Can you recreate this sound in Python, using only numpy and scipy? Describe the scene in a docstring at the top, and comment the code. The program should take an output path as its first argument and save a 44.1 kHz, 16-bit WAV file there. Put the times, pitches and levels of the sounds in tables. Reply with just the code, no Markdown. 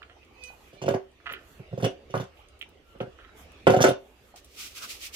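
"""A small kitchen by the stove

A cupboard door squeaks, pots and a glass lid knock on wooden shelves and the counter, small things clink and
tick, a sleeve brushes, and at the end a salt shaker is shaken; sauce simmers and the room hums faintly.
Struck bodies are gritty contact forces driving resonances; rubbing, grains and air are shaped noise; the
hinge is a gliding overtone stack and bubbles are short rising tones. One faint, thin, slightly wavering tone
sounds by itself. Two microphone ports, a room with hard walls, most sounds a little to the right."""
import sys
import numpy as np
from scipy import signal
from scipy.fft import rfft, irfft, next_fast_len
from scipy.io import wavfile
from scipy.ndimage import uniform_filter1d, map_coordinates

SR = 44100
rng = np.random.default_rng(int(sys.argv[2]) if len(sys.argv) > 2 else 0)


def volts(x):
    """Linear amplitude factor 10**(x/20) for a level x in dB, scalar or array-like."""
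    e = np.asarray(x, float) / 20
    return 10 ** e


def log_audio(samples):
    """Write samples as a 16-bit WAV file to the path given in sys.argv[1]."""
    # one column per channel
    frames = np.atleast_2d(samples).T
    # limit to full scale, then quantise
    limited = np.clip(frames, -1, 1)
    pcm = np.round(limited * 32767).astype(np.int16)
    wavfile.write(sys.argv[1], SR, pcm)


N = 227115
SPAN = 8192  # samples given to one contact or bubble


def unit(x):
    """Power normalisation: scaled to rms 1."""
    return x / np.sqrt(np.mean(x ** 2) + 1e-20)


def along(points, hz):
    """Interpolation of (Hz, value) points on a logarithmic frequency axis."""
    point_hz, value = np.transpose(points)
    return np.interp(np.log(hz + 1), np.log(point_hz + 1), value)


def wobble(rate, size=N):
    """Slow random modulation: a smooth curve through rate random knots a second."""
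    knots = rng.standard_normal(int(size * rate / SR) + 4)
    return map_coordinates(knots, [np.arange(size) * rate / SR])


def swell(s, rise_s, fall_s):
    """Gaussian envelope of height 1, 20 dB down one rise before and one fall after its top."""
    late = np.arange(N) / SR - s
    return volts(-20 * (late / np.where(late < 0, rise_s, fall_s)) ** 2)


def filtered(x, response):
    """Linear filtering: the spectrum of x times a complex response of frequency."""
    m = next_fast_len(x.shape[-1] + 8192)
    spectrum = rfft(x, m) * response(np.fft.rfftfreq(m, 1 / SR))
    return irfft(spectrum, m)[..., :x.shape[-1]]


def modes(table, hz):
    """Modal superposition: causal response of (Hz, width Hz, dB) resonances with alternating signs."""
    total = 0
    for k, (centre_hz, width_hz, db) in enumerate(table):
        damping = 1j * hz * width_hz
        total = total + (-1) ** k * volts(db) * damping / (centre_hz * centre_hz - hz * hz + damping)
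    return total


def above(hz, edge_hz):
    """Causal steep high-pass: two second-order sections in series."""
    s = 1j * hz / edge_hz
    return (s * s / (s * s + np.sqrt(2) * s + 1)) ** 2


def rush(colour, source=None):
    """Diffuse-field coherence: stereo noise of rms 1, alike in the bass and unrelated in the treble."""
    # likeness of the two channels: hz, correlation
    likeness = [(40, 1), (200, 0.92), (600, 0.62), (1500, -0.026), (4000, -0.009), (12000, 0.035)]
    pair = rng.standard_normal((2, N)) if source is None else source

    def response(hz):
        turn = np.arccos(np.clip(along(likeness, hz), -1, 1)) / 2
        return colour(hz) * [np.cos(turn), np.sin(turn)]

    mid, side = filtered(pair, response)
    return unit(np.array([mid + side, mid - side]))


def contact(t60, blow, blow_s, rise_s, grit_db):
    """Contact force: a short push, then a gritty chatter of small impacts that rises and dies."""
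    t = np.arange(SPAN) / SR
    grit = volts(grit_db * np.repeat(rng.exponential(size=SPAN // 64), 64))  # strength held for 64 samples
    chatter = unit(grit * rng.standard_normal(SPAN))
    chatter = chatter * volts(-60 * t / max(t60, .004)) * (1 - np.exp(-t / rise_s))
    push = blow * t / blow_s * np.exp(1 - t / blow_s)
    return chatter + push


def add(track, s, db, sound):
    """Superposition: lays one sound on the track, the rms of its loudest 256 samples at the given level."""
    at = round(s * SR)
    loudest = np.sqrt(uniform_filter1d(sound ** 2, size=256).max())
    track[..., at:at + SPAN] += volts(db) * sound / loudest


def air():
    """Band noise: rumble, murmur and hiss drift together and each on its own, over the recorder's fine noise."""
    # common drift of the three room bands: time_s, level_db (before each band's offset)
    drift = [(0, -65), (.6, -65), (1.13, -67), (1.5, -63), (2.05, -64), (2.8, -66.5), (3.2, -62),
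             (3.6, -60), (4.2, -66), (5.15, -64)]
    # colour of the air: hz, level_db (per Hz, relative within each band)
    air_colour = [(12, -42), (20, 0.5), (71, 15.5), (183, -18.5), (402, -22), (857, -31.5), (959, -34.5),
                  (1170, -31), (1270, -29.5), (1380, -33.5), (2860, -27), (3900, -32), (12300, -35.5),
                  (15000, -32), (16300, -60.5)]
    drift_s, drift_db = np.transpose(drift)
    db = np.interp(np.arange(N) / SR, drift_s, drift_db)

    def part(lo_hz, hi_hz):
        def band(hz):
            upper_slope = np.sqrt(1 - abs(above(hz, hi_hz)) ** 2)
            return volts(along(air_colour, hz)) * abs(above(hz, lo_hz)) * upper_slope
        return rush(band)

    rumble = volts(db + 3.5 + 0.65 * wobble(10)) * part(7.5, 170)
    murmur = volts(db + 4.0 + 0.67 * wobble(5.3)) * part(240, 1200)
    hiss = volts(db - 1.8 + 1.4 * wobble(6.1)) * part(1050, 3300)
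    fine_noise = volts(-85.0 + 1.4 * wobble(0.82)) * part(4600, 16000)
    # all but the rumble flickers in patches of time and frequency
    z = signal.stft(murmur + hiss + fine_noise, nperseg=512)[2]
    patches = uniform_filter1d(rng.standard_normal(z.shape[1:]), size=4, axis=0)
    patches = uniform_filter1d(patches, size=14, axis=1)
    flickering = signal.istft(z * volts(3.3 * unit(patches)), nperseg=512)[1][:, :N]
    return rumble + flickering


def clinks():
    """Modal ringing under impact: glass and steel touch, upper modes stronger at the edge, treble damped."""
    # lid and utensils touching: start_s, level_db, edge_db (upper modes, before an offset), rattle_t60_s
    touches = [(.019, -44.5, -28, 0.055), (.029, -45, 13, 0.028), (.097, -51, -10, 0.12),
               (.23, -57.5, 7, 0.043), (1.201, -57.5, -26, 0.067), (1.259, -39.5, -15, 0.12),
               (1.266, -32.5, -10, 0.027), (1.273, -34, -12, 0.052), (1.292, -38.5, -11, 0.11),
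               (1.299, -35, -14, 0.074), (1.319, -38.5, -14, 0.042), (1.336, -34, -5, 0.059),
               (1.35, -47, -22, 0.44), (2.371, -58.5, 24, 0.33), (2.613, -34, 14, 0.019),
               (2.626, -37, 13, 0.01), (3.003, -40.5, 15, 0.069), (3.188, -50, -18, 0.34),
               (3.253, -55.5, -26, 0.23), (3.291, -52.5, -33, 0.17)]
    # resonances of the lid: centre_hz, width_hz, level_db
    lid = [(689, 9, -2), (1410, 175, 1), (1490, 500, -5.5), (2050, 250, 0.5), (2337, 83, 2), (2910, 750, 8),
           (2850, 2060, -1.5), (3960, 180, -33)]
    track = np.zeros(N + SPAN)
    for s, db, edge_db, t60 in touches:
        tilt = [(1700, 0), (2300, edge_db + 3.5)]
        force = contact(t60, blow=3, blow_s=0.00012, rise_s=0.001, grit_db=3)

        def response(hz):
            damped = 1 / (1 + 1j * hz / 5000) ** 4
            return modes(lid, hz) * volts(along(tilt, hz)) * above(hz, 870) * damped

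        add(track, s, db, filtered(force, response))
    return track[:N]


def plops():
    """Bubble resonance: each bubble bursting in the simmering sauce sings a few cycles, rising a little."""
    # bubbles: start_s, level_db, pitch_hz (nominal; the tone starts 5 % below)
    bubbles = [(.169, -53.5, 855), (.311, -56, 810), (.363, -56, 850), (.411, -53.5, 816),
               (.503, -45.5, 810), (0.536, -50.5, 850), (2.392, -51.5, 830), (2.66, -57.5, 915),
               (3.47, -59, 790), (4.341, -45, 760)]
    track, t = np.zeros(N + SPAN), np.arange(SPAN) / SR
    envelope = volts(-60 * t / .015) * (1 - np.exp(-t / .0003))  # t60 and rise in s
    for s, db, hz in bubbles:
        tone = np.sin(2 * np.pi * hz * t * (.95 + 6 * t))
        add(track, s, db, tone * envelope)
    return track[:N]


def ticks():
    """Brief contact: a very short force has a broad spectrum, heard here as treble alone."""
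    # tiny bright ticks: start_s, level_db, top_db (gain from 12.5 kHz up)
    specks = [(0.249, -65, -17), (0.4377, -40.5, -35), (1.1164, -68, -15), (1.3255, -38.5, 18),
              (1.3369, -57.5, 2), (2.241, -55.5, -18), (2.486, -57.5, -21), (2.592, -55, 3),
              (2.618, -54, -5), (2.6898, -58.5, 3), (2.9861, -68, -6), (3.519, -57.5, -7),
              (4.3607, -49, -27), (4.4458, -49.5, -1)]
    track = np.zeros(N + SPAN)
    for s, db, top_db in specks:
        tilt = [(9000, 0), (12500, top_db)]
        force = contact(.014, blow=2, blow_s=.00003, rise_s=0.0003, grit_db=1.5)
        add(track, s, db, filtered(force, lambda hz: volts(along(tilt, hz)) * above(hz, 3500)))
    return track[:N]


def brushing():
    """Friction noise: a sleeve slides over a surface in short strokes of coloured noise."""
    # strokes: loudest_s, level_db (before the flutter), rise_s, fall_s
    strokes = [(.47, -68, 0.055, 0.1), (.68, -64, 0.43, 0.071), (1.53, -61, 0.17, 0.11),
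               (2.38, -67, .04, .07), (2.91, -69.5, 0.1, .08), (3.395, -54, 0.045, 0.079),
               (4.05, -69, .1, 0.21), (4.31, -65.5, 0.18, .03)]
    # colour of the cloth: hz, level_db (per Hz, relative)
    cloth = [(880, -3), (1500, 1), (2720, -17), (3380, -2.5), (4870, -28), (6060, -8), (7610, -8),
             (8830, -15.5), (11500, -7.5), (14800, -13), (16000, -27)]
    envelope = sum(volts(db) * swell(s, rise_s, fall_s) for s, db, rise_s, fall_s in strokes)
    flutter = volts(0.74 * wobble(45))
    return envelope * flutter * rush(lambda hz: volts(along(cloth, hz)))


def squeak():
    """Stick-slip oscillation: the hinge slips at a gliding rate with uneven overtones.

    One faint, thin, slightly wavering tone sounds later by itself."""
    # squeaks: loudest_s, level_db (added to each overtone's), slips_hz, glide_hz_per_s, half_length_s
    squeaks = [(.45, -60, 505, -110, .1), (.79, -67, 588, 260, .09), (2.13, -66, 742, 100, .05)]
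    # strength of the hinge's overtones: hz, level_db
    hinge_colour = [(500, -5), (1000, -22), (2050, -13), (2550, 2), (3060, -10), (3570, -10), (4080, -10),
                    (4600, -11), (5100, -22), (5600, -22), (6100, -11), (6600, -26), (9000, -40)]
    # thin tone: start_s, end_s, pitch_hz, level_db (both before a slight wander)
    thin_tones = [(2.822, 2.973, 1367, -70)]
    track = np.zeros(N)
    for s, db, rate, glide, half_s in squeaks:
        start, end = round((s - 1.3 * half_s) * SR), round((s + 1.3 * half_s) * SR)
        size = end - start
        slips = rate + glide * (np.arange(start, end) / SR - s)
        phase = 2 * np.pi * np.cumsum(slips * (1 + .006 * wobble(60, size))) / SR
        stack = np.zeros(size)
        for k in range(1, 16):
            overtone_db = along(hinge_colour, rate * k) + 5 * wobble(35, size)
            stack += volts(overtone_db) * np.sin(k * phase)
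        track[start:end] += np.sqrt(2) * volts(db) * swell(s, half_s, half_s)[start:end] * stack
    for start_s, end_s, hz, db in thin_tones:
        start, end = round(start_s * SR), round(end_s * SR)
        size = end - start
        level = np.hanning(size) * volts(db + 2.2 * wobble(30, size))
        cycles = hz * np.cumsum(1 + .004 * wobble(40, size)) / SR
        track[start:end] += level * np.sin(2 * np.pi * cycles)
    return track


def knocks():
    """Modal excitation: each blow rings the wood at new strengths and wakes the pots; firm blows settle sooner."""
    # blows on wood: start_s, level_db, boom_db, clatter_db (bass and upper gains in the wood),
    # crack_db (pots over the blow)
    blows = [(0.73, -48.5, 9, -15, -13.5), (0.763, -52, -6, -18, -18), (0.817, -32, 4, 3.5, -12),
             (0.839, -29.5, 1, -13, -44), (0.86, -28, 12.5, -1, -15.5), (0.881, -17, -1.5, 4.5, -19.5),
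             (0.89, -20, -2, -6, -27), (0.904, -25.5, 10, -20, -21.5), (0.922, -32, -2, -15, -22),
             (0.94, -22.5, 4, 0, -24), (0.959, -30.5, 5.5, -16, -40), (1.311, -41.5, 6.5, 13.5, -16),
             (1.595, -37, 20.5, 1, -37), (1.711, -42, 27, 9, -45), (1.729, -28, 18, -5, -51),
             (1.777, -28.5, 11.5, -15, -27), (1.8, -35, 10, 9, -18), (1.825, -21, 7.5, -9, -20.5),
             (1.842, -19.5, 2, 2.5, -12.5), (1.861, -22, 1.5, -29, -20), (1.899, -43, -28, -12, -18),
             (2.1, -44, 10, 3, -8.5), (2.14, -22.5, 3, 11, -32), (2.151, -27.5, -4, 3, -20),
             (2.167, -27, 7, 4, -17), (2.199, -28, 4, 6, -19.5), (2.226, -38, 18, -20, -32),
             (2.951, -48, 10, 5, -38), (3.004, -27.5, 5.5, 2, -30), (3.029, -36, 5, -17, -45),
             (3.069, -41, 13, -20, -45), (3.669, -8.5, 1.5, 3.5, -17.5), (3.681, -17, 6, -3, -34),
             (3.698, -13.5, 3.5, 1, -21.5), (3.717, -22, 11, -2, -19), (3.737, -13.5, -18, -3.5, -27),
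             (3.764, -17.5, 9.5, -4, -19.5), (3.789, -22, -5, 8.5, -36), (3.805, -16.5, 1, 3.5, -14),
             (3.817, -22.5, -1, 13, 0.5), (3.841, -9.5, -10, 2, -15.5), (3.864, -18, -4, 9.5, -13),
             (3.884, -15, -6, -18.5, -18.5), (3.907, -20, 2.5, 0, -29)]
    # resonances of cupboard and counter: centre_hz, width_hz, level_db (mean over blows)
    wood_modes = [(108, 110, -11.5), (125, 36.7, -0.5), (191, 20, -10), (244.2, 28, -9.5), (281, 19, -7),
                  (383.1, 10.3, 3.5), (427, 45, -8.5), (542.6, 54, 6.5), (562.7, 58.5, 1), (648, 64, -5.5),
                  (733.4, 34, -2.5), (850, 66, -11.5), (984, 67, -15.5), (982, 150, -10),
                  (1260, 200, -11.5), (1448, 210, -10), (1660, 150, -8.5), (2000, 750, -12)]
    # resonances of the pots: centre_hz, width_hz, level_db (mean over blows)
    pot_modes = [(2060, 860, -18.5), (2830, 360, 3), (3604, 130, 2), (4190, 420, -6), (5990, 1000, -4),
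                 (7450, 510, -8.5), (9630, 1200, -11), (14300, 5200, -23)]
    track = np.zeros(N + SPAN)
    for s, db, boom_db, clatter_db, crack_db in blows:
        t60 = 0.071 * volts(-0.19 * (db + 20.5))  # s; 0.19 dB shorter per dB harder
        force = contact(t60, blow=8, blow_s=.00025, rise_s=.003, grit_db=2.5)
        hollow_db = 1.5 + .3 * boom_db  # the cupboard's hollow note partly follows the boom
        tilt = [(180, boom_db), (280, hollow_db - 2.0), (430, hollow_db), (500, 0.01), (680, 0),
                (1200, clatter_db), (2200, clatter_db - 4.0), (6000, clatter_db - 17)]
        struck = np.add(wood_modes, [0, 0, 2.5] * rng.standard_normal((len(wood_modes), 1)))
        wood = filtered(force, lambda hz: modes(struck, hz) * volts(along(tilt, hz)) * above(hz, 110))
        rattle = contact(.7 * t60, blow=.8, blow_s=.00005, rise_s=.007, grit_db=3)
        shaken = np.add(pot_modes, [0, 0, 3] * rng.standard_normal((len(pot_modes), 1)))
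        pots = filtered(rattle, lambda hz: modes(shaken, hz) * above(hz, 1900))
        add(track, s, db, wood)
        add(track, s, db + crack_db, pots)
    return track[:N]


def salt():
    """Granular impact noise: grains hiss against the wall at each jerk; the hollow body resonates under them."""
    # jerks of the shaker: loudest_s, level_db (before the flutter), rise_s, fall_s, hollow_db (over the jerk)
    shakes = [(4.363, -50, 0.0066, 0.049, -11), (4.616, -40, 0.062, 0.11, -14),
              (4.775, -44, 0.039, 0.061, -10), (4.836, -40.5, 0.032, 0.042, -3.5),
              (4.906, -39.5, 0.037, 0.083, -20.5), (5.05, -38.5, 0.054, 0.051, -20),
              (5.155, -40, 0.032, .05, -26)]
    # colour of the grains: hz, level_db (per Hz, relative)
    grain_colour = [(880, -21.5), (1500, -23), (1620, -7.5), (2450, 3), (4110, -0.5), (5550, 0),
                    (9230, -7.5), (14900, -9), (15800, -15), (16300, -50.5)]
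    jerks = [volts(db) * swell(s, rise_s, fall_s) for s, db, rise_s, fall_s, _ in shakes]
    trickle = volts(-58.5) * swell(4.63, rise_s=0.32, fall_s=0.88)  # loose grains between the jerks
    level = sum(jerks) + trickle
    body = sum(jerk * volts(row[-1]) for jerk, row in zip(jerks, shakes))
    # dense noise whose strength varies from sample to sample stands for the grains
    strength = volts(2.14 * np.minimum(rng.exponential(size=N), 6))
    grains = rng.standard_normal((2, N)) * strength
    hiss = rush(lambda hz: volts(along(grain_colour, hz)), grains)
    hollow = rush(lambda hz: modes([(1282, 230, 0.5), (1660, 240, -2)], hz), grains)
    flutter = volts(1.24 * wobble(46))
    return flutter * (level * hiss + body * hollow)


def ports(x, lag_s, left_db):
    """Time and level differences: the far port hears a source later and weaker, split evenly about zero."""
    side = np.array([[1], [-1]]) / 2
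    return filtered(x, lambda hz: volts(side * left_db) * np.exp(-2j * np.pi * hz * side * lag_s))


def kitchen(x, size=16384):
    """Reverberant decay: hard walls answer; every stretch of sound gets its own noise tail at each port."""
    # decay of the room: hz, t60_s
    decay = [(100, 0.39), (500, 0.23), (2000, 0.18), (6000, 0.2), (14000, 0.032)]
    # gain of the room: hz, level_db
    room_gain = [(100, -29), (400, -8), (1500, 4.5), (6000, -4.5), (14000, -1)]
    out = np.zeros((2, N + SR))
    for at in range(0, N, size):
        hz, t, z = signal.stft(rng.standard_normal((2, SR // 3)), SR, nperseg=256)
        t60 = along(decay, hz)[:, None]
        z = z * volts(-60 * t / t60) / np.sqrt(t60)  # evens the energy of long and short decays
        tail = signal.istft(z, SR, nperseg=256)[1]
        echo = signal.fftconvolve(x[None, at:at + size], tail / np.linalg.norm(tail[0]), axes=1)
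        first = at + 130  # the room answers 130 samples late
        out[:, first:first + echo.shape[1]] += echo
    return filtered(out[:, :N], lambda hz: volts(along(room_gain, hz)))


def scene():
    """Direct and reverberant fields: all sources; clinks and ticks lie closer and stir the room less."""
    light, fine, hinge, heavy = clinks(), ticks(), squeak(), knocks() + plops()
    near = ports(heavy, lag_s=0.0002418, left_db=-3.5)
    near += ports(light, lag_s=0.00012, left_db=-9.0)
    near += ports(fine, lag_s=.0001, left_db=0.0)
    near += ports(hinge, lag_s=0.00023, left_db=-15)
    # the sources that are already stereo noise get no room echo
    spread = ports(air() + brushing(), lag_s=0, left_db=-2.5)
    spread += ports(salt(), lag_s=0, left_db=-2.0)
    echoes = kitchen(heavy + volts(-7.5) * light + volts(-1) * fine + hinge)
    return near + echoes + spread


def top_cut(x):
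    """Nothing passes above the cut-off."""
    return signal.sosfilt(signal.butter(12, 16520, fs=SR, output="sos"), x)


def record(dry):
    """Band limiting and soft saturation: the top treble rolls off and the loudest peaks are squeezed."""
    dull = filtered(dry, lambda hz: 1 / (1 + (hz / 16000) ** 60))
    squeezed = dull / (1 + np.abs(dull / .95) ** 4) ** (1 / 4)
    return top_cut(squeezed)


dry = scene()
out = record(dry)
log_audio(out)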